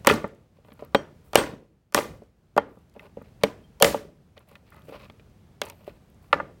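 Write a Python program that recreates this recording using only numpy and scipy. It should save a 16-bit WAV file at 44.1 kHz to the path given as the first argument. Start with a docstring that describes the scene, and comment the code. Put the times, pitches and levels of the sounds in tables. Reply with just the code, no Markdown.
"""Over a low outdoor rumble, two faint ticks lead into the first blow of a cleaver on a leg bone.
Each blow superposes a broadband crack, the modes of a thick wooden board and those of a steel blade;
a wash of rattle and yard echo, as shaped noise, swells and dies after it.
Between blows a hand drags the wet bone: stick-slip noise through the board, sticky ticks and knocks.
A thin high whistle, a sine of unsteady pitch, passes late in the scene."""
import sys
import numpy as np
from scipy import signal
from scipy.fft import rfft, irfft
from scipy.io import wavfile
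from scipy.ndimage import uniform_filter1d

SR = 44100
rng = np.random.default_rng(int(sys.argv[2]) if len(sys.argv) > 2 else 0)


def dump_mix(stems):
    """Bounce the given channels to the path in sys.argv[1] as a 16-bit WAV at rate SR."""
    frames = np.atleast_2d(stems).T  # one column per channel
    limited = np.clip(frames, -1, 1)  # hard clip at full scale
    pcm = np.round(limited * 32767).astype(np.int16)
    wavfile.write(sys.argv[1], SR, pcm)


N = 291060

# Spectrum of the outdoor rumble: f/Hz, relative level per Hz/dB
RUMBLE_SPECTRUM = [(15, -49.5), (25, -26), (40, -8.5), (65, -4.5), (201, -9.5), (243, -19.5), (466, -21.5),
                   (519, -25), (645, -25.5), (943, -31.5), (3190, -40.5), (14900, -52), (16200, -45)]
# Course of the rumble, which dips and recovers: t/s, rms level/dB
RUMBLE_LEVEL = [(0.0, -47.5), (0.5, -60), (0.77, -55.5), (0.97, -53), (1.47, -53.5), (1.69, -62),
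                (1.97, -67.5), (2.11, -47), (2.32, -62), (3.44, -52), (3.88, -54), (4.12, -56.5),
                (4.37, -58.5), (4.94, -52.5), (5.59, -54), (6.6, -53)]
# Mean pitch of the whistle, which sags, then climbs: t/s, f/Hz
WHISTLE_PITCH = [(5.699, 14250), (5.77, 13800), (5.866, 14600), (5.89, 14300)]
# Sticky ticks of wet meat letting go: t/s, level/dB, centre f/Hz
STICKY_TICKS = [(0.278, -55, 11600), (0.349, -59, 4500), (.731, -57, 11900), (.738, -56.5, 11800),
                (.81, -56, 6000), (0.849, -46.5, 14300), (0.924, -65, 3500), (2.174, -62.5, 5980),
                (2.236, -64, 5930), (2.789, -66.5, 8120), (2.897, -57.5, 5580), (2.94, -56, 3000),
                (3.223, -55, 12770), (3.932, -47, 14000), (3.961, -54, 13000), (4.393, -56.5, 10780),
                (4.488, -49, 15000), (4.493, -55, 12970), (4.704, -51.5, 12060), (4.745, -57, 11100),
                (4.765, -54, 14140), (4.795, -60.5, 12100), (4.82, -54, 3040), (5.045, -51.5, 4050),
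                (5.122, -60, 4970), (5.3, -68, 6500), (5.636, -38, 4000), (5.654, -38, 11000),
                (5.659, -41, 6800), (5.687, -46, 6000), (5.845, -54.5, 3340), (6.101, -56.5, 13100),
                (6.145, -62.5, 7500)]
# Modes of the board: f/Hz, relative level/dB, t60 as a factor on the thump's t60
BOARD_MODES = [(158, -18.5, 2.5), (210.5, 6, 1.4), (280, -7.5, 2.3), (317, -18, 2), (445, 1, 0.82),
               (502, -19, 0.26), (575.7, 1.5, 0.85), (677, -4.5, 0.52), (817, -8, 0.95),
               (967.7, -0.5, 0.52), (1187, 3.5, 0.44), (1404.6, -3.5, 0.7), (1774, -8.5, 0.91),
               (2023, -4.5, 0.61), (2520, 0, 0.28), (3380, -9.5, 0.21)]
# Modes of the blade: f/Hz, relative level/dB, t60 of the main decay/s
BLADE_MODES = [(3175, 4, .1), (4475, 1, .085), (5675, -6, .18), (6530, -10, .12), (8380, -3, .13)]
# Spectrum of bone rasping on wood: f/Hz, relative level per Hz/dB
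RASP_SPECTRUM = [(1200, -22), (1900, -4), (2600, 0), (3300, -9), (4500, -10), (6000, -22), (9000, -40)]
# Spectrum of the wet hiss: f/Hz, relative level per Hz/dB
HISS_SPECTRUM = [(4000, -40), (7500, -4), (13000, -1.0), (16000, -0.5)]
# Strokes of hand and bone over the board: t/s, length/s, scrape level/dB,
# rasp and wet hiss relative to the scrape/dB, scrape centre f/Hz
DRAG_STROKES = [(.555, 0.021, -69, -1.5, -12.5, 671), (0.646, 0.17, -64, -10, -10, 700),
                (0.791, 0.056, -53, -9.5, -20, 700), (.918, 0.031, -58, -13.5, -27, 700),
                (1.238, 0.095, -68.5, -11.5, 1, 710), (2.68, 0.14, -63, -13, -14, 693),
                (2.937, 0.082, -58, -17.5, -22.5, 698), (2.996, 0.063, -46.5, -12, -22, 666),
                (3.166, 0.024, -63, -15, -30, 603), (3.235, 0.059, -64, -1.5, -13, 700),
                (3.402, 0.046, -57.5, -5.5, -27, 698), (4.358, 0.062, -57.5, -10, -18.5, 700),
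                (4.469, 0.099, -61.5, -5.5, -8.5, 700), (4.654, 0.066, -64.5, 0, -13.5, 700),
                (4.716, 0.097, -55.5, -11, -18, 1243), (4.83, 0.079, -59.5, -9, -7, 700),
                (4.878, 0.084, -49.5, -9, -16.5, 600), (4.92, 0.049, -45, -6, -22, 920),
                (4.985, 0.077, -53, -2.5, -15.5, 700), (5.115, 0.094, -71, -3.5, -11, 707),
                (5.625, 0.067, -42, -6.5, -15, 700), (5.70, 0.27, -63.5, -7.5, -10, 700),
                (5.86, 0.033, -46.5, -6, -17, 581), (6.0, 0.22, -80, -7, -3.5, 700),
                (6.215, 0.081, -67.5, -6.5, -2, 705), (6.302, 0.025, -53, -13.5, -23, 923)]
# Spectrum of rattle and echo: f/Hz, relative level per Hz/dB
WASH_SPECTRUM = [(29, -39.5), (50, -11), (418, 1.5), (694, -6), (1400, -8.5), (1780, -11), (2110, -14),
                 (4240, -25.5), (8540, -34.5), (9180, -37), (16000, -43)]
# Decay of rattle and echo: f/Hz, t60/s
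WASH_DECAY = [(60, .8), (150, 0.52), (400, 0.44), (1000, 0.31), (3000, 0.33), (8000, .3), (12000, 0.27),
              (16000, .3)]
# Spectrum of the splitting edge: f/Hz, relative level per Hz/dB
CRACK_SPECTRUM = [(2000, -26.5), (4500, 3.5), (6500, 5), (10000, 1), (13000, -0.5), (16300, -6.5)]
# Spectrum of the bone's own click: f/Hz, relative level per Hz/dB
SNAP_SPECTRUM = [(900, -18), (1600, -3), (2400, 0), (3300, -3), (4500, -12), (7000, -32)]
# Pairs of faint ticks just ahead of four blows: t/s, first tick's thump level/dB, its crack level/dB
LEAD_TICKS = [(0.0476, -24, -31.5), (1.3325, -22.5, -30), (1.924, -43, -40.5), (3.8006, -32, -27)]
# The blade is grazed and sings faintly: t/s, reference level/dB, tilt/(dB per octave)
BLADE_GRAZE = (3.638, -84, -35)
# Bone knocking on the board: t/s, thump, snap and crack levels/dB, thump centre f/Hz,
# thump focus/(dB per octave squared, sign ignored)
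BONE_KNOCKS = [(0.078, -12, -17, -46.5, 540, 15), (0.089, -25, -8.5, -40, 830, 1),
               (0.11, -11, -10, -37, 401, 45), (0.123, -16.5, -41, -29, 401, 1),
               (0.139, -16.5, -32, -24.5, 403, 2), (0.172, -43, -52, -52, 417, 1),
               (0.242, -15, -43, -71, 740, 4), (0.586, -47.5, -68, -82.5, 555, 12.5),
               (0.647, -44.5, -53.5, -70, 702, 3), (0.684, -43, -52, -71, 690, 5),
               (0.704, -48, -51, -75, 560, 5), (0.719, -40.5, -43.5, -67, 594, -0.5),
               (0.792, -39.5, -47, -57.5, 557, 4), (0.823, -25.5, -73, -67, 500, 14),
               (1.361, -15, -23.5, -34, 490, 27), (1.387, -26, -13.5, -40, 414, 25),
               (1.534, -36, -57.5, -68, 408, 6), (1.967, -15, -19, -43, 830, 35),
               (1.976, -11, -15.5, -37, 895, 15), (1.987, -11, -19, -28, 625, 8),
               (2.053, -30, -58, -54, 390, 15), (2.22, -37.5, -77.5, -71, 448, 13.5),
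               (2.565, -10, -37.5, -38.5, 604, 7), (2.598, -30, -40, -63.5, 587, 23),
               (2.771, -42, -69.5, -75, 454, 6), (2.962, -36, -52, -66, 433, 10),
               (2.994, -36.5, -40.5, -52, 2450, 25), (3.17, -27, -53.5, -66, 428, 12),
               (3.215, -34, -69, -66, 396, -1), (3.831, -9, -30, -25, 606, 17),
               (3.944, -13, -30, -48, 620, 11), (4.377, -51.5, -38, -55, 573, 10.5),
               (4.514, -45, -61, -53, 583, 4), (4.554, -38, -37, -53.5, 2380, 8),
               (4.721, -41.5, -66, -71, 1460, 26), (4.735, -50, -60, -59, 1370, 11),
               (4.882, -37, -56, -61, 447, 20), (4.893, -38.5, -56, -55.5, 469, 18),
               (4.923, -33, -52, -58, 619, 30), (4.943, -34.5, -56, -62, 660, 19),
               (5.022, -42, -52, -55, 584, 1), (5.098, -36, -37.5, -58.5, 590, 1),
               (5.196, -48, -48, -73.5, 432, -9), (5.616, -16, -14, -17.5, 665, 8.5),
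               (5.699, -46, -36.5, -29.5, 474, 7), (5.877, -25.5, -41.5, -65.5, 528, 25),
               (6.328, -1, -10, -46, 1197, 6.5), (6.341, -18, -27, -54, 1290, 28),
               (6.4, -16, -50, -65, 1113, 11), (6.494, -49, -64, -75, 560, 11)]
# Cleaver blows: t/s, thump, snap and crack levels/dB, thump centre f/Hz, thump t60/s,
# thump focus/(dB per octave squared), wash level before its envelope/dB, wash swell/s, wash treble/dB,
# blade reference level/dB, blade tilt/(dB per octave)
CLEAVER_BLOWS = [(0.0708, -0.5, -1.5, -1.5, 840, 0.044, 5, -22.5, 0.027, 10.5, -56.5, 2),
                 (0.0969, -5.5, -20, -20, 2360, 0.11, 3.5, -33.5, 0.0079, -5.5, -41, 0),
                 (0.947, -2, -6, -24.5, 653, 0.053, 7.5, -33.5, 0.0091, -4, -38.5, -8.5),
                 (1.3555, 3, 0.5, -1.5, 877, 0.013, 11.5, -22, 0.025, 10, -36.5, 3),
                 (1.3741, -18, -19.5, -22, 920, 0.23, 31, -38, .012, -0.5, -39.5, 18.5),
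                 (1.946, -8, -10, -6, 914, 0.052, 4, -27, 0.015, 20.5, -43, 17.5),
                 (2.5773, -2.5, -17, -26, 827, 0.053, 7, -37, 0.015, -24.5, -62, -24.5),
                 (3.435, -5.5, -4.5, -13, 519, 0.068, 9, -34, 0.0046, 7, -48.5, 2),
                 (3.8095, -14.5, -58.5, -56.5, 564, .15, 50, -54, 0.0068, -6, -49, -23),
                 (3.824, -3.5, -0.5, 3, 660, 0.037, 7, -23.5, 0.028, 22, -44.5, 7.5),
                 (3.8449, -9.5, -4.5, -8, 590, 0.19, 49, -29, 0.021, 19.5, -44, 16)]

WHISTLE_DB, WHISTLE_FADE_S = -77, .01
GRIP_S, LIFT_S, EASE_DB = 0.012, .12, -3.5  # a stroke grips, eases along its length, then falls by 60 dB
SCRAPE_T60_S, SCRAPE_FOCUS_DB = .04, 6
RATTLE_DB, RATTLE_CLUMP_DB = -6, 7  # board rattle relative to the wash; depth of its clumps
RATTLE_T60_S, RATTLE_FOCUS_DB = .06, 3
LEAD_GAP_S, LEAD_SECOND_DB, LEAD_SNAP_DB = 0.014, -3.5, -3.5  # second tick under first; snap under thump
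KNOCK_T60_S, KNOCK_SWELL_S, KNOCK_WASH_DB = .05, 0.0061, -30  # wash relative to the thump
KNOCK_TREBLE_DB, TREBLE_PER_CRACK = 4, 0.24  # wash treble; its rise in dB per dB of crack over thump
EDGE_HZ = 16250  # upper band limit


def gain_of(db):
    """Level law: an amplitude ratio is 10 to the power of dB / 20."""
    return 10 ** (np.asarray(db) / 20)


def evened(x):
    """Normalisation of mean power: scales x to rms 1."""
    return x / np.sqrt(np.mean(x ** 2) + 1e-20)


def smoothed(x, size, axis=-1):
    """Moving average, scaled to rms 1: only slow fluctuation survives."""
    return evened(uniform_filter1d(x, size=size, axis=axis))


def patchy(x, across_bands, across_frames):
    """Averaging over both axes, scaled to rms 1: correlated patches in time and frequency."""
    return smoothed(uniform_filter1d(x, size=across_bands, axis=0), across_frames, axis=1)


def read(points, hz):
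    """Interpolation of a spectrum table on a logarithmic frequency axis."""
    f, value = np.transpose(points)
    return np.interp(np.log(hz + 1), np.log(f + 1), value)


def follow(rows, column, t):
    """Linear interpolation of one column of a curve at times t."""
    return np.interp(t, [r[0] for r in rows], [r[column] for r in rows])


def coloured(x, points):
    """Filtering by multiplication of spectra, scaled to rms 1."""
    hz = np.fft.rfftfreq(len(x), 1 / SR)
    return evened(irfft(rfft(x) * gain_of(read(points, hz)), len(x)))


def add(mix, s, sound):
    """Linear superposition: adds a sound at s seconds."""
    part = mix[round(s * SR):][:len(sound)]
    part += sound[:len(part)]


def rumble():
    """Random-phase noise of distant traffic and air: random spectra with drifting patches of level."""
    frames, hz = N // 256 + 5, np.fft.rfftfreq(1024, 1 / SR)
    real, imag, patches = rng.standard_normal((frames, 513, 3)).T
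    level_db = read(RUMBLE_SPECTRUM, hz)[:, None] + 0.58 * patchy(patches, 8, 12)
    spectra = (real + 1j * imag) * gain_of(level_db)
    noise = evened(signal.istft(spectra, nperseg=1024, noverlap=768)[1][:N])
    return gain_of(follow(RUMBLE_LEVEL, 1, np.arange(N) / SR)) * noise


def whistle():
    """Frequency modulation: the phase of a sine is the integral of its unsteady frequency."""
    out, t = np.zeros(N), np.arange(WHISTLE_PITCH[0][0], WHISTLE_PITCH[-1][0], 1 / SR)
    hz = follow(WHISTLE_PITCH, 1, t) + 80 * smoothed(rng.standard_normal(len(t)), 100)
    fade = np.clip(np.minimum(t - t[0], t[-1] - t) / WHISTLE_FADE_S, 0, 1)
    tone = np.sin(2 * np.pi * np.cumsum(hz) / SR)
    add(out, t[0], np.sqrt(2) * gain_of(WHISTLE_DB) * fade * tone)
    return out


def ticks():
    """Sudden release of adhesion: a few milliseconds of decaying noise around a centre frequency."""
    out, t = np.zeros(N), np.arange(512) / SR
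    for s, db, hz in STICKY_TICKS:
        puff = coloured(rng.standard_normal(512), [(hz / 2, -18), (hz, 0), (hz * 2, -14)])
        add(out, s, gain_of(db - 60 * t / 0.0083) * puff)
    return out


def thump(db, centre_hz, t60, focus_db):
    """Modal excitation: a push of about 2 ms rings board modes near the centre, reweighted at each spot."""
    t = np.arange(round(min(.3, 2 * t60) * SR)) / SR
    hz, mode_db, stretch = np.transpose(BOARD_MODES)[:, :, None]
    level_spread, pitch_spread, phase_spread = rng.standard_normal((3, len(BOARD_MODES), 1))
    near_db = -abs(focus_db) * np.log2(hz / centre_hz) ** 2 + 0.52 * level_spread
    swing = np.sin(2 * np.pi * hz * (1 + 0.024 * pitch_spread) * t + 1.5 * phase_spread)
    decaying = gain_of(mode_db + near_db - 60 * t / (stretch * t60)) * swing
    ring = decaying.sum(0) * np.minimum(t / 0.0017, 1) ** 2
    return gain_of(db) * ring / abs(ring).max()


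def through_board(x, centre_hz, t60, focus_db):
    """Convolution: a force x shakes the board and sounds in the board's modes."""
    ring = thump(0, centre_hz, t60, focus_db)
    return signal.fftconvolve(x, ring / np.linalg.norm(ring))[:len(x)]


def dragging():
    """Stick-slip friction: clumped noise shakes the board and rasps above it, with a wet hiss on top."""
    out, t = np.zeros(N), np.arange(12288) / SR
    for s, length, db, rasp_db, hiss_db, centre_hz in DRAG_STROKES:
        slip, scrape_noise, rasp_noise, fizz, hiss_noise = rng.standard_normal((len(t), 5)).T
        clumps = gain_of(4.5 * smoothed(slip, 250))
        scrape = evened(through_board(clumps * scrape_noise, centre_hz, SCRAPE_T60_S, SCRAPE_FOCUS_DB))
        rasp = coloured(clumps * rasp_noise, RASP_SPECTRUM)
        hiss = coloured(gain_of(3.5 * smoothed(fizz, 60)) * hiss_noise, HISS_SPECTRUM)
        easing_db = EASE_DB * np.minimum(t / length, 1)
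        lifting_db = -60 * np.maximum(t - length, 0) / LIFT_S
        touch = np.minimum(t / GRIP_S, 1) * gain_of(db + easing_db + lifting_db)
        add(out, s, touch * (scrape + gain_of(rasp_db) * rasp + gain_of(hiss_db) * hiss))
    return out


def wash(db, swell, treble_db):
    """Frequency-dependent decay: lumpy noise of rattle and yard echo swells, then dies band by band."""
    hz, t = np.fft.rfftfreq(256, 1 / SR), np.arange(340) * 64 / SR
    real, imag, lumps = rng.standard_normal((340, 129, 3)).T
    # the treble setting takes hold from 1.5 kHz and is complete at 12 kHz
    treble = treble_db * np.clip(np.log2((hz + 1) / 1500) / 3, 0, 1)
    steady = gain_of(read(WASH_SPECTRUM, hz) + treble)[:, None]
    steady = steady / np.sqrt(np.mean(steady ** 2))
    dying_db = -60 * np.maximum(t - swell, 0) / read(WASH_DECAY, hz)[:, None]
    spectra = (real + 1j * imag) * steady * gain_of(dying_db + 2 * patchy(lumps, 6, 5))
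    noise = signal.istft(spectra, nperseg=256, noverlap=192)[1]
    rise = np.minimum(np.arange(len(noise)) / SR / max(swell, .002), 1) ** 0.77
    return gain_of(db) * rise * noise / np.sqrt(3 * 128 / 4)  # transform gain, to about unit rms


def aftermath(centre_hz, *shape):
    """Repeated excitation: with the wash, loose pieces rattle the board in short sharp clumps."""
    noise = wash(*shape)
    clumps = gain_of(RATTLE_CLUMP_DB * smoothed(rng.standard_normal(len(noise)), 120))
    rattle = through_board(np.gradient(noise) * clumps, centre_hz, RATTLE_T60_S, RATTLE_FOCUS_DB)
    return noise + gain_of(RATTLE_DB) * noise.std() * evened(rattle)


def blade(db, tilt_db):
    """Damped plate modes: thin lines of the steel ring on and flutter in the grip."""
    t = np.arange(round(.4 * SR)) / SR
    hz, mode_db, t60 = np.transpose(BLADE_MODES)[:, :, None]
    flutter = smoothed(rng.standard_normal((len(BLADE_MODES), len(t))), 500, axis=1)
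    level_db = db + mode_db + tilt_db * np.log2(hz / 5000) + 1.5 * flutter
    # the grip damps most of the ring; a little lingers
    dying = gain_of(-60 * t / t60) + gain_of(-21 - 60 * t / (2.3 * t60))
    onset = np.minimum(t / 0.0027, 1)
    return (gain_of(level_db) * dying * onset * np.sin(2 * np.pi * hz * t)).sum(0)


def burst(db, colour, rise, t60):
    """Impulsive fracture: coloured noise dies exponentially, with faint splintering under it."""
    t = np.arange(2048) / SR
    dying = gain_of(-60 * t / t60) + gain_of(-19.5 - 60 * t / 0.013)
    shape = np.minimum(t / rise, 1) ** 2 * dying
    return gain_of(db) * shape * coloured(rng.standard_normal(2048), colour) / 2  # peak near twice the rms


def impact(thump_db, snap_db, crack_db, *ring):
    """Superposition by rise time: crack first, the snap and the board's thump just behind."""
    out = thump(thump_db, *ring)
    add(out, 0, burst(crack_db, CRACK_SPECTRUM, 0.000067, 0.011))
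    add(out, 0, burst(snap_db, SNAP_SPECTRUM, .0008, .026))
    return out


def lead_ticks():
    """Two faint ticks, the second a little weaker, sound just ahead of a blow."""
    out = np.zeros(N)
    for s, thump_db, crack_db in LEAD_TICKS:
        for late, db in ((0, 0), (LEAD_GAP_S, LEAD_SECOND_DB)):
            tick = impact(thump_db, thump_db + LEAD_SNAP_DB, crack_db, 900, 0.056, 6)
            add(out, s + late, gain_of(db) * tick)
    return out


def knocking():
    """Impact of bone on wood: the more a knock cracks, the brighter its wash."""
    out = np.zeros(N)
    for s, thump_db, snap_db, crack_db, centre_hz, focus_db in BONE_KNOCKS:
        add(out, s, impact(thump_db, snap_db, crack_db, centre_hz, KNOCK_T60_S, focus_db))
        treble_db = KNOCK_TREBLE_DB + TREBLE_PER_CRACK * (crack_db - thump_db)
        add(out, s, aftermath(centre_hz, thump_db + KNOCK_WASH_DB, KNOCK_SWELL_S, treble_db))
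    return out


def chopping():
    """Coupled impact: a blow cracks bone and rings board and blade, each with its aftermath."""
    out = np.zeros(N)
    for (s, thump_db, snap_db, crack_db, centre_hz, t60, focus_db,
         wash_db, swell, treble_db, blade_db, tilt_db) in CLEAVER_BLOWS:
        add(out, s, impact(thump_db, snap_db, crack_db, centre_hz, t60, focus_db))
        add(out, s, blade(blade_db, tilt_db))
        add(out, s, aftermath(centre_hz, wash_db, swell, treble_db))
    add(out, BLADE_GRAZE[0], blade(*BLADE_GRAZE[1:]))
    return out


def scene():
    """Superposition of pressures: everything reaches one microphone."""
    background = rumble() + whistle()
    handling = ticks() + dragging() + knocking()
    return (background + handling + lead_ticks() + chopping())[None]


def record(dry):
    """Band limitation and clipping: deep bass is dropped, peaks clip at full scale, then treble is cut."""
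    high_pass = signal.butter(3, 45, "high", fs=SR, output="sos")
    clipped = np.clip(signal.sosfilt(high_pass, dry), -1, 1)
    low_pass = signal.firwin(511, EDGE_HZ, window=("kaiser", 9), fs=SR)
    return signal.oaconvolve(clipped, low_pass[None], "same")


dry = scene()
out = record(dry)
dump_mix(out)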